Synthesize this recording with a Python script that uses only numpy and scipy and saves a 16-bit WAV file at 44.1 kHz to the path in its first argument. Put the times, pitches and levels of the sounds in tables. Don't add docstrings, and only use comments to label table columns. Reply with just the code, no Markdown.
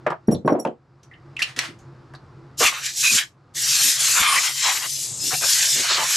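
import sys
import numpy as np
from scipy import signal
from scipy.fft import rfft, irfft, next_fast_len
from scipy.io import wavfile
from scipy.ndimage import map_coordinates

SR = 44100
rng = np.random.default_rng(int(sys.argv[2]) if len(sys.argv) > 2 else 0)


def dump_mix(stems):
    frames = np.atleast_2d(stems).T
    limited = np.clip(frames, -1, 1)
    pcm = np.round(limited * 32767).astype(np.int16)
    wavfile.write(sys.argv[1], SR, pcm)


N = 271656
TIME = np.arange(N) / SR
PADDED = next_fast_len(N + SR // 2, real=True)
FREQS = np.linspace(0, SR / 2, PADDED // 2 + 1)

# (time [s], round trip [ms])
ROUND_TRIP = [(2.6, 0.99), (2.77, .78), (2.93, .45), (3.07, .8), (3.2, .6), (3.58, .53), (3.75, .74),
              (3.92, .5), (4.25, 0.909), (4.7, 1.0), (5.15, 1.0), (5.33, 1.4), (5.43, 0.762), (5.7, .52),
              (5.9, .75), (6.03, 1.08), (6.16, 1.3)]


def from_db(db):
    return 10 ** (np.asarray(db) / 20)


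def rms_one(x):
    return x / np.sqrt(np.mean(x ** 2) + 1e-20)


def in_time(rows):
    times, *columns = np.transpose(rows)
    return [np.interp(TIME, times, column) for column in columns]


def over_freqs(points):
    hz, value = np.transpose(points)
    return np.interp(np.log(FREQS + 1), np.log(hz), value)


def shaped(x, gain):
    return irfft(rfft(x, PADDED) * gain, PADDED)[..., :N]


def noise(colour):
    ends = 1 / (1 + (colour[0][0] / (FREQS + 1)) ** 4) / (1 + (FREQS / colour[-1][0]) ** 4)
    return rms_one(shaped(rng.standard_normal(N), from_db(over_freqs(colour)) * ends))


def drift(rate_hz):
    knots = rng.standard_normal(4096)
    return rms_one(np.interp(TIME * rate_hz, np.arange(len(knots)), knots))


def band(x, low_hz, high_hz, order=2):
    high_hz = np.clip(high_hz, 40, .45 * SR)
    edges = [min(low_hz, high_hz - 5), high_hz]
    return signal.sosfilt(signal.butter(order, edges, "band", fs=SR, output="sos"), x)


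def resonant_noise(hz, width_hz, size):
    white = rng.standard_normal(size + SR // 4)
    return rms_one(band(white, max(hz - width_hz / 2, 20), hz + width_hz / 2)[-size:])


def add(track, start, sound):
    at = max(int(start * SR), 0)
    track[at:at + len(sound)] += sound[:N - at]


def dying(t, t60):
    return np.exp(-np.log(1000) * t / t60)


def workshop():
    # (frequency [Hz], width [Hz], level [dB])
    resonances = [(135.3, 9.2, 2), (338.4, 16, -5)]
    # (frequency [Hz], level [dB])
    room_colour = [(25, -21.5), (70, -14.5), (133, -3), (190, -17), (290, -17.5), (400, -19.5), (600, -24),
                   (1250, -22), (1900, -33), (3000, -47.5)]
    hiss_colour = [(2000, 10.5), (3200, 0.5), (5000, 1.5), (6200, -6.5), (7300, -8), (8300, -12),
                   (11000, -20.5), (12500, -21.5), (14000, -37)]
    drone = sum(from_db(db) * resonant_noise(hz, width_hz, N) for hz, width_hz, db in resonances)
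    throb = rms_one(from_db(4.2 * drift(rate_hz=24)))
    room_tone = from_db(-48) * noise(room_colour) + from_db(-67) * noise(hiss_colour)
    return room_tone + from_db(-50.5) * throb * drone


def bench_knocks():
    # (time [s], level [dB], centre of the contact's band [Hz], relative rattle [dB])
    knocks = [(.0643, -3, 1080, -15), (.072, -16.5, 790, -1), (0.103, -15, 940, -9), (.118, -28, 698, 7),
              (.2815, -5.5, 227, -6), (.317, -17.5, 330, 0.5), (.342, -22, 165, -2), (0.448, -12, 250, -2),
              (0.4771, -6.5, 970, -13.5), (.494, -12.5, 420, -1), (.519, -9, 360, -4.5),
              (.548, -22, 420, 4.5), (.58, -31.5, 377, 8.5), (0.65, -11.5, 1020, -16.5),
              (0.661, -18, 373, 1), (1.4221, -27.5, 1220, -6.5), (1.572, -38, 300, -0.5),
              (1.59, -30, 1050, -11), (1.688, -38, 230, -5), (2.138, -36, 900, -4.5)]
    # (frequency [Hz], level [dB], t60 before the cap [s])
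    wood_modes = [(119, 0.5, .14), (159, 5.5, 0.12), (222, -4, 0.088), (279.6, -4, 0.1),
                  (350.5, -2.5, 0.15), (408, -3.5, 0.03), (471, -15, 0.09), (600, -3, 0.053),
                  (787, -8, 0.05), (913, -4.5, 0.053), (1108, -9.5, 0.049), (1200, -11.5, 0.067),
                  (1560, -17, .055), (2487, -19.5, 0.04)]
    spread = 1.836
    out, t = np.zeros(N), TIME[:SR // 2]
    for start, db, hz, rattle_db in knocks:
        low_hz, high_hz = hz / spread, hz * spread
        body = from_db(-7) * band(struck(wood_modes, t, vary_db=6, t60_cap=.14), low_hz, high_hz)
        rattle_t60 = 0.18 * (300 / hz) ** 0.61
        rattle = rms_one(band(rng.standard_normal(len(t)), low_hz, high_hz, order=3))
        rattle = rattle * dying(t, rattle_t60) * (1 - dying(t, 0.016))
        add(out, start, from_db(db) * (body + from_db(rattle_db) * rattle))
    return out


def struck(modes, t, vary_db, t60_cap):
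    out = np.zeros(len(t))
    for k, (hz, db, t60) in enumerate(modes):
        strength = (-1) ** k * from_db(db + vary_db * rng.standard_normal())
        out += strength * np.sin(2 * np.pi * hz * t) * dying(t, min(t60, t60_cap))
    return out


def clicks():
    # (time [s], level [dB], ring frequency [Hz], relative ring level [dB], t60 [s])
    contacts = [(0.066, -43, 2400, 8, 0.041), (0.103, -42, 3120, -1, 0.053),
                (0.285, -48, 1760, 13.5, 0.035), (0.31, -50.5, 7100, -1.5, 0.21),
                (.347, -55.5, 3900, 19.5, 0.07), (.4775, -30, 1190, 9, 0.012), (.59, -64.5, 7360, 12, .24),
                (.651, -36.5, 2790, 9.5, 0.016), (.672, -51, 2860, 9.5, 0.036),
                (1.031, -55.5, 5860, 1, 0.11), (1.113, -72, 1920, 26.5, 0.21),
                (1.1365, -76, 2840, 30.5, 0.049), (1.366, -43.5, 2680, 19, 0.047),
                (1.392, -34, 1925, 9, 0.15), (1.419, -31, 2560, 13, 0.08), (1.4217, -21.5, 4300, 1, 0.055),
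                (1.426, -25, 2860, 6, 0.054), (1.563, -35.5, 1880, -5, 0.24), (1.5899, -13, 2035, -5, 0.03),
                (1.788, -60, 6620, 1, 0.19), (2.137, -53, 1620, 14, 0.065),
                (2.1494, -53.5, 4340, 12, 0.063), (3.552, -42.5, 1960, -3.5, 0.12)]
    out, t = np.zeros(N), TIME[:SR // 4]
    for start, db, ring_hz, ring_db, t60 in contacts:
        crack = band(rng.standard_normal(len(t)), low_hz=1230, high_hz=ring_hz + 4500, order=1)
        crack = rms_one(band(crack, low_hz=900, high_hz=8520))
        ring = resonant_noise(ring_hz, width_hz=0.17 * ring_hz, size=len(t)) * (1 - dying(t, .003))
        add(out, start, from_db(db) * (crack + from_db(ring_db) * ring) * dying(t, t60))
    return out


def sinking(foreground, above_db=-35, share=0.97, recover_db_per_s=21, average_s=0.14):
    keep = np.exp(-1 / (average_s * SR))
    power = band(foreground, low_hz=60, high_hz=3000) ** 2 + 1e-12
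    level_db = 10 * np.log10(signal.lfilter([1 - keep], [1, -keep], power))
    excess_db = np.maximum(level_db - above_db, 0)
    recovery_db = recover_db_per_s * TIME
    held_db = np.maximum.accumulate(excess_db + recovery_db) - recovery_db
    return from_db(-share * held_db)


def steel_chinks():
    # (time [s], level [dB])
    touches = [(0.273, -39), (0.3134, -26), (.322, -26), (.334, -43), (.459, -41.5), (0.485, -43),
               (.503, -42), (.522, -41.5), (0.597, -26), (.603, -35.5), (0.627, -44)]
    # (frequency [Hz], level [dB], width [Hz])
    steel_modes = [(5625, -2.5, 50), (7780, -21, 280), (10860, -7.5, 100), (11970, -24, 275),
                   (13000, -19, 150)]
    out, t = np.zeros(N), TIME[:SR // 6]
    envelope = dying(t, t60=0.067) * (1 - dying(t, 0.013))
    for start, db in touches:
        for hz, mode_db, width_hz in steel_modes:
            ping = from_db(1) * np.sin(2 * np.pi * (hz * t + rng.random()))
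            chatter = from_db(-4) * resonant_noise(hz, width_hz, len(t))
            add(out, start, from_db(db + mode_db) * (ping + chatter) * envelope)
    return out


def coupling_leak():
    # (time [s], length [s], level [dB])
    spits = [(1.379, 0.12, -41), (1.569, 0.083, -32.5)]
    # (frequency [Hz], level [dB])
    leak_colour = [(300, -10), (900, 2), (2000, 7.5), (4500, 1), (7500, -7), (9000, -7), (12500, -19.5),
                   (15500, -23)]
    flow = sum(from_db(db) * airflow(start, start + length, attack_s=0.015, t60=0.2)
               for start, length, db in spits)
    return noise(leak_colour) * flow


def airflow(start, end, attack_s, t60):
    return np.clip((TIME - start) / attack_s, 0, 1) ** 2 * dying(np.maximum(TIME - end, 0), t60)


def jet():
    # (pressed [s], released [s])
    pulls = [(2.568, 3.187), (3.535, 6.2)]
    # (time [s], level [dB], relative sizzle [dB])
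    short_aim = [(2.6, -21.5, -7), (2.67, -18.5, -10), (2.724, -38, -7.5), (2.822, -39.5, -7),
                 (2.86, -22.5, -15), (2.878, -30.5, -11), (2.936, -35.5, -13.5), (2.986, -24, -6),
                 (3.156, -18.5, -7.5), (3.178, -17.5, -11), (3.19, -21.5, -7.5)]
    long_aim = [(3.56, -27.5, -8), (3.66, -23.5, -5.5), (3.89, -18, -4.5), (3.98, -27, -7.5),
                (4.01, -19.5, -6), (4.2, -25.5, -1), (4.28, -27.5, -5.5), (4.46, -23, -6.5),
                (4.52, -31, -6), (4.67, -21.5, -11.5), (4.81, -30.5, -2.5), (5.03, -30, -7.5),
                (5.17, -40.5, -12), (5.25, -27, -5), (5.4, -26.5, -6.5), (5.49, -19, -5.5),
                (5.79, -22, -8.5), (5.83, -24, -9), (5.93, -25, -16), (5.96, -27.5, -10), (6.16, -20, -7.5)]
    # (frequency [Hz], level [dB])
    sizzle_colour = [(6500, -24.5), (8200, 2.5), (10000, 1), (11000, -2), (12000, 0.5), (13200, -7),
                     (14500, -18.5), (15600, -43)]
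    hiss_colour = [(1500, -38), (2800, -10.5), (3700, -4.5), (5200, 0.5), (6500, 2), (7600, 2),
                   (8400, -7.5), (11000, -48)]
    splash_colour = [(1100, -50), (1500, -5.5), (1850, -3.5), (2500, -1), (3200, -5), (4000, -3.5),
                     (6000, -24)]
    roar_colour = [(500, -23.5), (750, -12), (1050, 1), (1450, 1.5), (1800, 1), (2800, -48.5)]
    buffet_colour = [(70, -1), (160, -7), (300, -11.5), (480, -3.5), (680, 4.5), (900, 0.5), (1500, -24.5)]
    aim_db, sizzle_db = in_time(np.vstack([short_aim, long_aim]))
    aim = from_db(aim_db)
    valve = sum(airflow(pressed, released, attack_s=0.031, t60=0.16) for pressed, released in pulls)
    splash_gain = np.hypot(aim * from_db(-17.5), striking(graze_db=0))
    roar_gain = np.hypot(aim * from_db(-49.5), from_db(0.5) * striking(graze_db=-15.5))
    buffet_gain = np.hypot(aim * from_db(-32), from_db(-3.5) * striking(graze_db=-40.5))
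    hiss = eddies(hiss_colour, flutter_db=1.0, flutter_hz=81)
    sizzle = from_db(sizzle_db) * eddies(sizzle_colour, flutter_db=1.27, flutter_hz=83)
    splash = splash_gain * eddies(splash_colour, flutter_db=1.1, flutter_hz=220)
    roar = roar_gain * eddies(roar_colour, flutter_db=2.5, flutter_hz=81)
    buffet = buffet_gain * eddies(buffet_colour, flutter_db=4.0, flutter_hz=69)
    nozzle = aim * from_db(1) * (hiss + sizzle)
    return valve * (reflected(nozzle) + trapped(splash + roar) + buffet)


def eddies(colour, flutter_db, flutter_hz):
    return rms_one(noise(colour) * from_db(flutter_db * drift(flutter_hz)))


def striking(graze_db):
    # (middle time [s], length [s], level [dB], bluntness [0-1])
    obstacles = [(2.641, 0.098, -21.5, 0.87), (2.665, 0.087, -22.5, 0.8), (2.75, .17, -32, 0.64),
                 (2.864, 0.12, -31, .05), (3.062, .09, -23, 0), (3.148, 0.1, -27.5, 0.3),
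                 (3.216, 0.11, -16, 0.4), (3.591, 0.051, -37.5, 0), (3.808, 0.46, -28, .12),
                 (4.071, 0.26, -26, .3), (4.189, 0.12, -21.5, 0.72), (4.254, 0.15, -20, .5),
                 (4.351, 0.13, -21.5, .7), (4.464, 0.16, -27.5, .5), (4.59, .09, -34, 0.5),
                 (4.681, 0.16, -22, 0.52), (4.771, 0.067, -28, 0.6), (4.838, 0.081, -30, 0.7),
                 (5.334, .06, -30.5, .95), (5.438, 0.067, -30.5, 0.98), (5.58, 0.32, -26, 0.2),
                 (5.788, 0.19, -29.5, 0), (5.903, 0.18, -24, 0.65), (5.99, 0.18, -27, 0.9),
                 (6.12, 0.46, -29, 0.5)]
    power = np.zeros(N)
    for middle, length, db, bluntness in obstacles:
        swell = signal.windows.hann(int(length * SR))
        add(power, middle - length / 2, swell * from_db(db + graze_db * (1 - bluntness)) ** 2)
    return np.sqrt(power)


def reflected(x, near_db=-24.5, far_db=-12):
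    def delayed(ms):
        return map_coordinates(x, [np.arange(N) - ms * SR / 1000], order=2)

    near_ms = in_time(ROUND_TRIP)[0]
    far_ms = 3.0 + 0.13 * drift(rate_hz=2.6)
    near, far = from_db(near_db), from_db(far_db)
    return (x + near * delayed(near_ms) + far * delayed(far_ms)) / np.sqrt(1 + near ** 2 + far ** 2)


def trapped(x, echo_db=-11):
    at = np.arange(N)
    trip_samples = in_time(ROUND_TRIP)[0] * SR / 1000
    gains = from_db(echo_db) ** np.arange(3)
    bounces = sum(gain * np.interp(at - k * trip_samples, at, x) for k, gain in enumerate(gains))
    return bounces / np.linalg.norm(gains)


def dappled(x, depth_db, patch_hz, rate_hz):
    hz, times, frames = signal.stft(x, SR, nperseg=512)
    grid = np.meshgrid(hz / patch_hz, times * rate_hz, indexing="ij")
    patches = map_coordinates(rng.standard_normal((256, 256)), grid, order=2, mode="mirror")
    return signal.istft(frames * rms_one(from_db(depth_db * patches)), SR)[1][:N]


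def blast_swells():
    # (middle time [s], length [s], frequency [Hz], width [Hz], level [dB])
    noise_bands = [(2.624, .045, 510, 350, -22.5), (2.642, .052, 1206, 250, -26),
                   (2.672, .065, 2540, 600, -19.5), (3.075, .12, 2520, 200, -21),
                   (3.139, .067, 196, 190, -36), (3.577, .04, 1930, 270, -36.5),
                   (3.87, .077, 239, 152, -43.5), (4.17, .18, 7100, 900, -22.5),
                   (4.2, .03, 12700, 1000, -28.5), (4.213, .028, 140, 150, -35),
                   (4.312, .22, 1130, 218, -25), (4.69, 0.11, 950, 350, -29), (4.32, .15, 9410, 1800, -26),
                   (4.376, .052, 2100, 530, -20), (4.93, .1, 6100, 160, -33), (5.01, .28, 11100, 110, -39),
                   (5.24, .13, 5180, 300, -33), (5.146, 0.47, 7400, 1900, -32.5),
                   (5.0, .1, 2900, 200, -46.5), (5.264, .07, 2800, 250, -39.5), (5.25, .45, 130, 50, -43.5),
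                   (5.166, .36, 500, 820, -51.5), (5.265, .1, 330, 120, -44), (5.791, .1, 400, 500, -38.5),
                   (5.337, .05, 780, 110, -31), (5.726, .11, 7460, 1400, -25.5),
                   (5.93, .13, 4260, 1300, -23.5), (6.023, .046, 930, 190, -29)]
    out = np.zeros(N)
    for middle, length, hz, width_hz, db in noise_bands:
        swell = signal.windows.tukey(int(length * SR), .6)
        add(out, middle - length / 2, from_db(db) * swell * resonant_noise(hz, width_hz, len(swell)))
    return out


def at_microphone(x, pan_db, frame_size, shadow_hz=3010, shadow_top_hz=11000):
    # (frequency [Hz], likeness [0-1])
    likeness = [(30, .6), (80, 1), (150, 1), (500, 0.92), (1000, 0.97), (2200, 0.8), (4500, 1),
                (8500, 0.89), (12000, 0.78), (15000, .5)]
    alike = np.clip(over_freqs(likeness), 0, 1)
    frames = signal.stft(x, nperseg=frame_size)[2]
    scattered = signal.istft(frames * np.exp(2j * np.pi * rng.random(frames.shape)))[1][:N]
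    bass_cut = FREQS ** 2 / (FREQS ** 2 + (SR / frame_size) ** 2)
    side = shaped(np.std(x) * rms_one(scattered), bass_cut * np.sqrt((1 - alike) / (1 + alike)))
    shaded_band = FREQS ** 2 / (FREQS ** 2 + shadow_hz ** 2) / (1 + (FREQS / shadow_top_hz) ** 10)
    treble = shaped(x, shaded_band)
    return np.array([x + sign * side + treble * (from_db(sign * pan_db / 2) - 1) for sign in (1, -1)])


def room(x, t60=0.14):
    t = TIME[:SR // 2]
    diffuse = band(rng.standard_normal((2, len(t))), low_hz=120, high_hz=5000, order=1)
    tail = diffuse * dying(t, t60) * (t > .007)
    return signal.fftconvolve(x[None], tail / np.linalg.norm(tail[0]), axes=1)[:, :N]


def scene():
    # (time [s], treble left over right [dB])
    jet_pan = [(2.55, 1.5), (2.9, 0), (3.15, 0.14), (3.7, 2.13), (4.3, 3.2), (4.8, 4.5), (5.3, 4.5),
               (5.65, 1), (6.16, 0.01)]
    tools = bench_knocks() + steel_chinks()
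    gun = clicks() + coupling_leak()
    air = dappled(jet(), depth_db=2.5, patch_hz=200, rate_hz=14) + blast_swells()
    handling = at_microphone(tools + gun, pan_db=-.5, frame_size=128)
    blasts = at_microphone(air, pan_db=in_time(jet_pan)[0], frame_size=512)
    background = at_microphone(workshop(), pan_db=0, frame_size=4096) * sinking(tools + gun + air)
    reverb = room(from_db(-16) * tools + from_db(-10.5) * gun + from_db(-16) * air)
    return handling + blasts + background + reverb


def record(dry):
    ceiling, cutoff_hz = .75, 15600
    limited = dry / (1 + (dry / ceiling) ** 6) ** (1 / 6)
    return signal.sosfilt(signal.ellip(10, .1, 80, cutoff_hz, fs=SR, output="sos"), limited)


dry = scene()
out = record(dry)
dump_mix(out)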